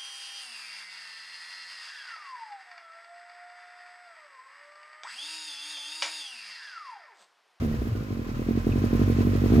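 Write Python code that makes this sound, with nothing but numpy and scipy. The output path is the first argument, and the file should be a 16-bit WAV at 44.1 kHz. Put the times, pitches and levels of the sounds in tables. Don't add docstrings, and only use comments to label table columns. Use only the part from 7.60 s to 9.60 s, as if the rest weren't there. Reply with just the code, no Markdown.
import sys
import numpy as np
from scipy import signal
from scipy.io import wavfile
from scipy.ndimage import uniform_filter1d

SR = 44100
rng = np.random.default_rng(int(sys.argv[2]) if len(sys.argv) > 2 else 0)


def persist_wave(psi):
    counts = np.round(np.clip(psi, -1, 1) * 32767).astype(np.int16)
    wavfile.write(sys.argv[1], SR, np.atleast_2d(counts).T)


def ratio(d):
    e = np.asarray(d, float) / 20
    return 10 ** e


N = 88200
RUN_IN = 2000


def rms_one(x):
    return x / np.sqrt(np.mean(x ** 2) + 1e-20)


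def stereo_gain(left_db, right_db):
    return ratio(np.array([[left_db], [right_db]]))


def at_hz(points, hz):
    table_hz, level = np.array(points).T
    return np.interp(np.log(hz), np.log(np.maximum(table_hz, 1)), level)


def over_time(points, s):
    return np.interp(s, *np.transpose(points))


def drift(rate):
    r = np.exp(-80 * np.pi * rate / SR)
    chance = rng.standard_normal(N // 40 + 2002)
    slow = rms_one(signal.lfilter([1], [1, -2 * r, r * r], chance)[2000:])
    return np.interp(np.arange(N) / 40, np.arange(len(slow)), slow)


def clicks(s, height):
    out = np.zeros(N + 8000)
    place = np.clip((s * SR).astype(int) + RUN_IN, 0, N + 7999)
    np.add.at(out, place, height)
    return out


def swell(train, hz, build_s, order=1):
    t = np.arange(12000) / SR
    envelope = (t / build_s * np.exp(1 - t / build_s)) ** order
    ring = -np.cos(2 * np.pi * hz * t) * envelope
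    return signal.fftconvolve(train, ring)[RUN_IN:N + RUN_IN]


# (time [s], level of cylinders 1, 2, 3, 4 [dB])
RUN_DOWN = [
    (-0.002, -38, -29, -22, -25),
    (0.0497, -21, -24, -26, -28),
    (0.1032, -27, -24, -30, -23),
    (0.1575, -29, -35, -29, -35),
    (0.2205, -20, -30, -26, -23),
    (0.2895, -36, -39, -28, -38),
    (0.3538, -23, -27, -27, -25),
    (0.4285, -25, -30, -29, -26),
    (0.5076, -22, -22, -28, -24),
]
# (time [s], level of cylinders 1, 2, 3, 4 [dB])
IDLE = [(0.595, -22, -24, -32, -24), (0.6923, -22, -27, -28, -27), (0.7959, -20, -20, -30, -23),
        (0.8888, -14, -16, -27, -20), (0.9764, -15, -29, -32, -24), (1.0699, -13, -16, -22, -20),
        (1.16, -15, -18, -29, -17), (1.2418, -13, -21, -26, -21), (1.3319, -12, -13, -23, -15),
        (1.4172, -11, -18, -25, -14), (1.5013, -13, -21, -27, -17), (1.5881, -13, -12, -22, -17),
        (1.6732, -12, -17, -23, -16), (1.7558, -14, -22, -25, -16), (1.8411, -12, -13, -22, -15),
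        (1.9233, -9, -9, -10, -11), (1.9821, -9, -9, -9, -9)]
CYLINDER_LAG_S = [.0001, -.0003, .001, .0003]


def firings():
    last_cycle_s, jitter_s = .045, .0003
    rows = np.array(RUN_DOWN + IDLE)
    start = np.append(rows[:, 0], rows[-1, 0] + last_cycle_s)
    length = np.diff(start)[:, None]
    slope = np.gradient(start)[:, None]
    u = np.arange(4) / 4
    bend = u * (1 - u) * ((1 - u) * (slope[:-1] - length) - u * (slope[1:] - length))
    jitter = jitter_s * rng.standard_normal((len(rows), 4))
    s = start[:-1, None] + u * length + bend + CYLINDER_LAG_S + jitter
    return s.ravel(), rows[:, 1:].ravel()


def unevenness(db):
    return db - uniform_filter1d(db, size=8)


def silencer(s, db, modes, starts, steepness, scatter_db, order, db_per_octave):
    full_db, idle_per_s = 5, 48
    chance = rng.standard_normal((len(s), len(modes)))
    weakness_db = unevenness(db) - full_db
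    octaves = np.maximum(np.log2(1 / np.gradient(s) / idle_per_s), 0)
    out = 0
    for k, (hz, build_s, left_db, right_db) in enumerate(modes):
        height_db = db + (steepness[k] - 1) * weakness_db + db_per_octave[k] * octaves
        train = clicks(s + starts[k], ratio(height_db + scatter_db * chance[:, k]))
        out = out + stereo_gain(left_db, right_db) * swell(train, hz, build_s, order)
    return out


# (pitch [Hz], build-up [s], left level [dB], right level [dB])
BARK = [(278, .0042, -7, -30), (239.5, .0042, -5.3, -1.3), (234, .023, -24, -16), (434, .0024, -8.5, -11.5),
        (575, .0023, -18, -22), (800, .0016, -33, -33)]
BARK_START_S = [-.0043, -.0041, -.0039, -.0024, -.0025, -.0014]
BARK_STEEPNESS = [1.3, 1.0, .9, 1.6, 1.7, 2.0]
BARK_DB_PER_OCTAVE = [-2, -2, 0, 4, 12, 8]


def bark(s, db):
    return silencer(s, db - .33, BARK, BARK_START_S, BARK_STEEPNESS,
                    scatter_db=.8, order=2, db_per_octave=BARK_DB_PER_OCTAVE)


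# (pitch [Hz], build-up [s], left level [dB], right level [dB])
THUMP = [(97.2, .013, -10.5, -9), (32.5, .0061, -7.2, -6), (144, .0058, -11, -10)]
THUMP_START_S = [-.0007, .0092, .001]
THUMP_DB_PER_OCTAVE = [0, 7, -6]
THUMP_BY_CYLINDER_DB = [-1.1, 0.72, -0.032, 0.14]
# (time [s], level [dB])
FLOW = [(0, -20), (.07, -14.5), (.14, -24.5), (.2, -13.5), (.29, -37), (.36, -22.5), (.43, -32.5),
        (.7, -25), (.9, -23.5), (1.1, -18), (1.22, -20.5), (1.32, -18.5), (1.45, -15.5), (1.6, -19),
        (1.72, -19), (1.88, -16), (2, -3.5)]


def thump(s, db):
    height_db = over_time(FLOW, s) + .2 * unevenness(db) + np.resize(THUMP_BY_CYLINDER_DB, len(s))
    surge = silencer(s, height_db, THUMP, THUMP_START_S, [1, 1, 1],
                     scatter_db=2.0, order=1, db_per_octave=THUMP_DB_PER_OCTAVE)
    packing_top_hz = 260
    return signal.sosfiltfilt(signal.butter(2, packing_top_hz, fs=SR, output="sos"), surge)


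# (pitch [Hz], correlation [-1 to 1])
LIKENESS = [(60, .995), (130, .96), (290, .8), (640, .7), (1100, .55), (2500, .35), (15000, .2)]
# (pitch [Hz], left minus right [dB])
HISS_BALANCE = [(60, 7), (400, -7), (1200, 3), (3000, -3), (8000, 0), (14000, -8)]


def banded_noise(spectrum, low_hz, high_hz, patchy_db):
    together = drift(27)
    edges = np.geomspace(low_hz, high_hz, int(np.log2(high_hz / low_hz) * 4) + 1)
    white = rng.standard_normal((2, 2, N))
    out = 0
    for k, (low, high) in enumerate(zip(edges, edges[1:])):
        band = signal.butter(2, [low, high], "band", fs=SR, output="sos")
        mid, side = signal.sosfilt(band, white[k % 2])
        hz = np.sqrt(low * high)
        alike = np.clip(at_hz(LIKENESS, hz), -1, 1)
        gain = ratio(at_hz(spectrum, hz) + patchy_db * (2.04 * together + drift(30)))
        half_db = .5 * at_hz(HISS_BALANCE, hz)
        pair = np.sqrt(1 + alike) * mid + np.sqrt(1 - alike) * side * [[1], [-1]]
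        out = out + gain * stereo_gain(half_db, -half_db) * pair
    return out / np.sqrt(np.mean(out ** 2))


def puffs(s, weight, build_s, depth):
    gate = -swell(clicks(s, weight), 0, build_s)
    return 1 + depth * (gate / gate.mean() - 1)


# (pitch [Hz], level per Hz [dB])
HISS = [(290, -53), (500, 0.5), (555, -10.5), (883, -14), (1080, -9), (1810, -13.5), (2540, -17.5),
        (3270, -22), (5100, -23.5), (8000, -31)]


def hiss(s, uneven_db):
    gate = puffs(s, ratio(.6 * uneven_db), build_s=.009, depth=.3)
    return ratio(3.5) * gate * banded_noise(HISS, 450, 8000, patchy_db=.45)


# (pitch [Hz], level per Hz [dB])
SIZZLE = [(4710, -33), (8000, -5), (9430, -17), (10500, -5), (12900, -13), (15100, -2.5), (15800, -10)]


def sizzle(s, uneven_db):
    gate = puffs(s, ratio(.7 * uneven_db), build_s=.011, depth=.5)
    return ratio(-12.5) * gate * banded_noise(SIZZLE, 8000, 15800, patchy_db=.5)


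# (pitch [Hz], width [Hz], level [dB])
CASING = [(1040, 60, -10), (600, 50, -11), (1330, 60, -17), (1940, 80, -20), (2500, 200, -16)]


def casing():
    out = 0
    for hz, width_hz, level_db in CASING:
        r = np.exp(-np.pi * width_hz / SR)
        poles = [1, -2 * r * np.cos(2 * np.pi * hz / SR), r * r]
        noise = rng.standard_normal((2, N)) + rng.standard_normal(N)
        once = signal.lfilter([1, 0, -1], poles, noise)
        twice = signal.lfilter([1, 0, -1], poles, once)
        out = out + ratio(level_db + 2.0 * drift(0.9)) * rms_one(twice)
    return out


def gas_flow(s, db):
    uneven_db = unevenness(db)
    gas = hiss(s, uneven_db) + sizzle(s, uneven_db) + casing()
    left_lag_s = .0003
    return np.array([np.roll(gas[0], int(left_lag_s * SR)), gas[1]])


def rattle():
    clicks_per_s = 1000
    pitches = np.geomspace(1000, 6500, 14)
    sizes = ratio(6.4 * np.minimum(rng.exponential(1, N), 4))
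    sizes = sizes * (rng.random(N) < clicks_per_s / SR)
    dealt = rng.integers(0, 14, N)
    t = np.arange(600) / SR
    out = np.zeros((2, N))
    for k, hz in enumerate(pitches):
        ring = ratio(at_hz(HISS, hz)) * hz * np.sin(2 * np.pi * hz * t) * np.exp(-t * hz)
        out[k % 2] += signal.fftconvolve(sizes * (dealt == k), ring)[:N]
    return ratio(-13) * rms_one(out)


# (pitch [Hz], level per Hz [dB])
RUMBLE = [(18, -37), (30, -23), (113, 23.5), (133, -7.5), (167, 6), (229, 7), (363, -31), (600, -32),
          (780, -55), (1320, -120)]


def rumble(near_db):
    level_db = -36.5 + .8 * (near_db - near_db.mean())
    return ratio(level_db) * banded_noise(RUMBLE, 35, 450, patchy_db=2.5)


# (time [s], level [dB], pitch [Hz], build-up [s])
POPS = [
    (.3135, -23, 103, .012),
    (.0156, -30, 237, .018),
    (.059, -29, 225, .028),
]


def pops():
    out = 0
    for s, level_db, hz, build_s in POPS:
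        out = out + swell(clicks(np.array([s]), ratio(level_db)), hz, build_s)
    return out


# (time [s], pitch [Hz], left level [dB], right level [dB], 60 dB decay [s])
TICK = [
    (1.119, 2680, -33, -43, .03),
    (1.1225, 2510, -40, -35, .04),
    (1.118, 3650, -50, -41, .025),
    (.125, 1900, -45, -45, .07),
    (.345, 1450, -51, -51, .3),
    (.39, 1420, -49, -49, .2),
    (.652, 1030, -44, -46, .08),
]


def tick():
    out, t = np.zeros((2, N)), np.arange(N) / SR
    for s, hz, left_db, right_db, t60 in TICK:
        u = np.maximum(t - s, 0)
        ring = np.sin(2 * np.pi * hz * u) * (1 - np.exp(-u / .001))
        out += stereo_gain(left_db, right_db) * ratio(-60 * u / t60) * ring
    return out


# (time [s], level [dB])
NEAR = [(0, -44.5), (.07, -49.5), (.15, -49.5), (.3, -50), (.6, -50.5), (.8, -48.5), (1.05, -47.5),
        (1.35, -44), (1.86, -44.5), (1.93, -41), (2, -42.5)]


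def scene():
    s, db = firings()
    near_db = over_time(NEAR, np.arange(N) / SR)
    exhaust = bark(s, db) + thump(s, db) + pops()
    gas = gas_flow(s, db)
    low = rumble(near_db)
    return exhaust + low + tick() + ratio(near_db) * (gas + rattle())


def top_cut(x):
    return signal.sosfilt(signal.butter(12, 15900, fs=SR, output="sos"), x)


def record(dry):
    cut = signal.sosfilt(signal.butter(2, 34.0, "high", fs=SR, output="sos"), dry)
    return top_cut(1.332 * np.tanh(cut / 1.207))


dry = scene()
out = record(dry)
persist_wave(out)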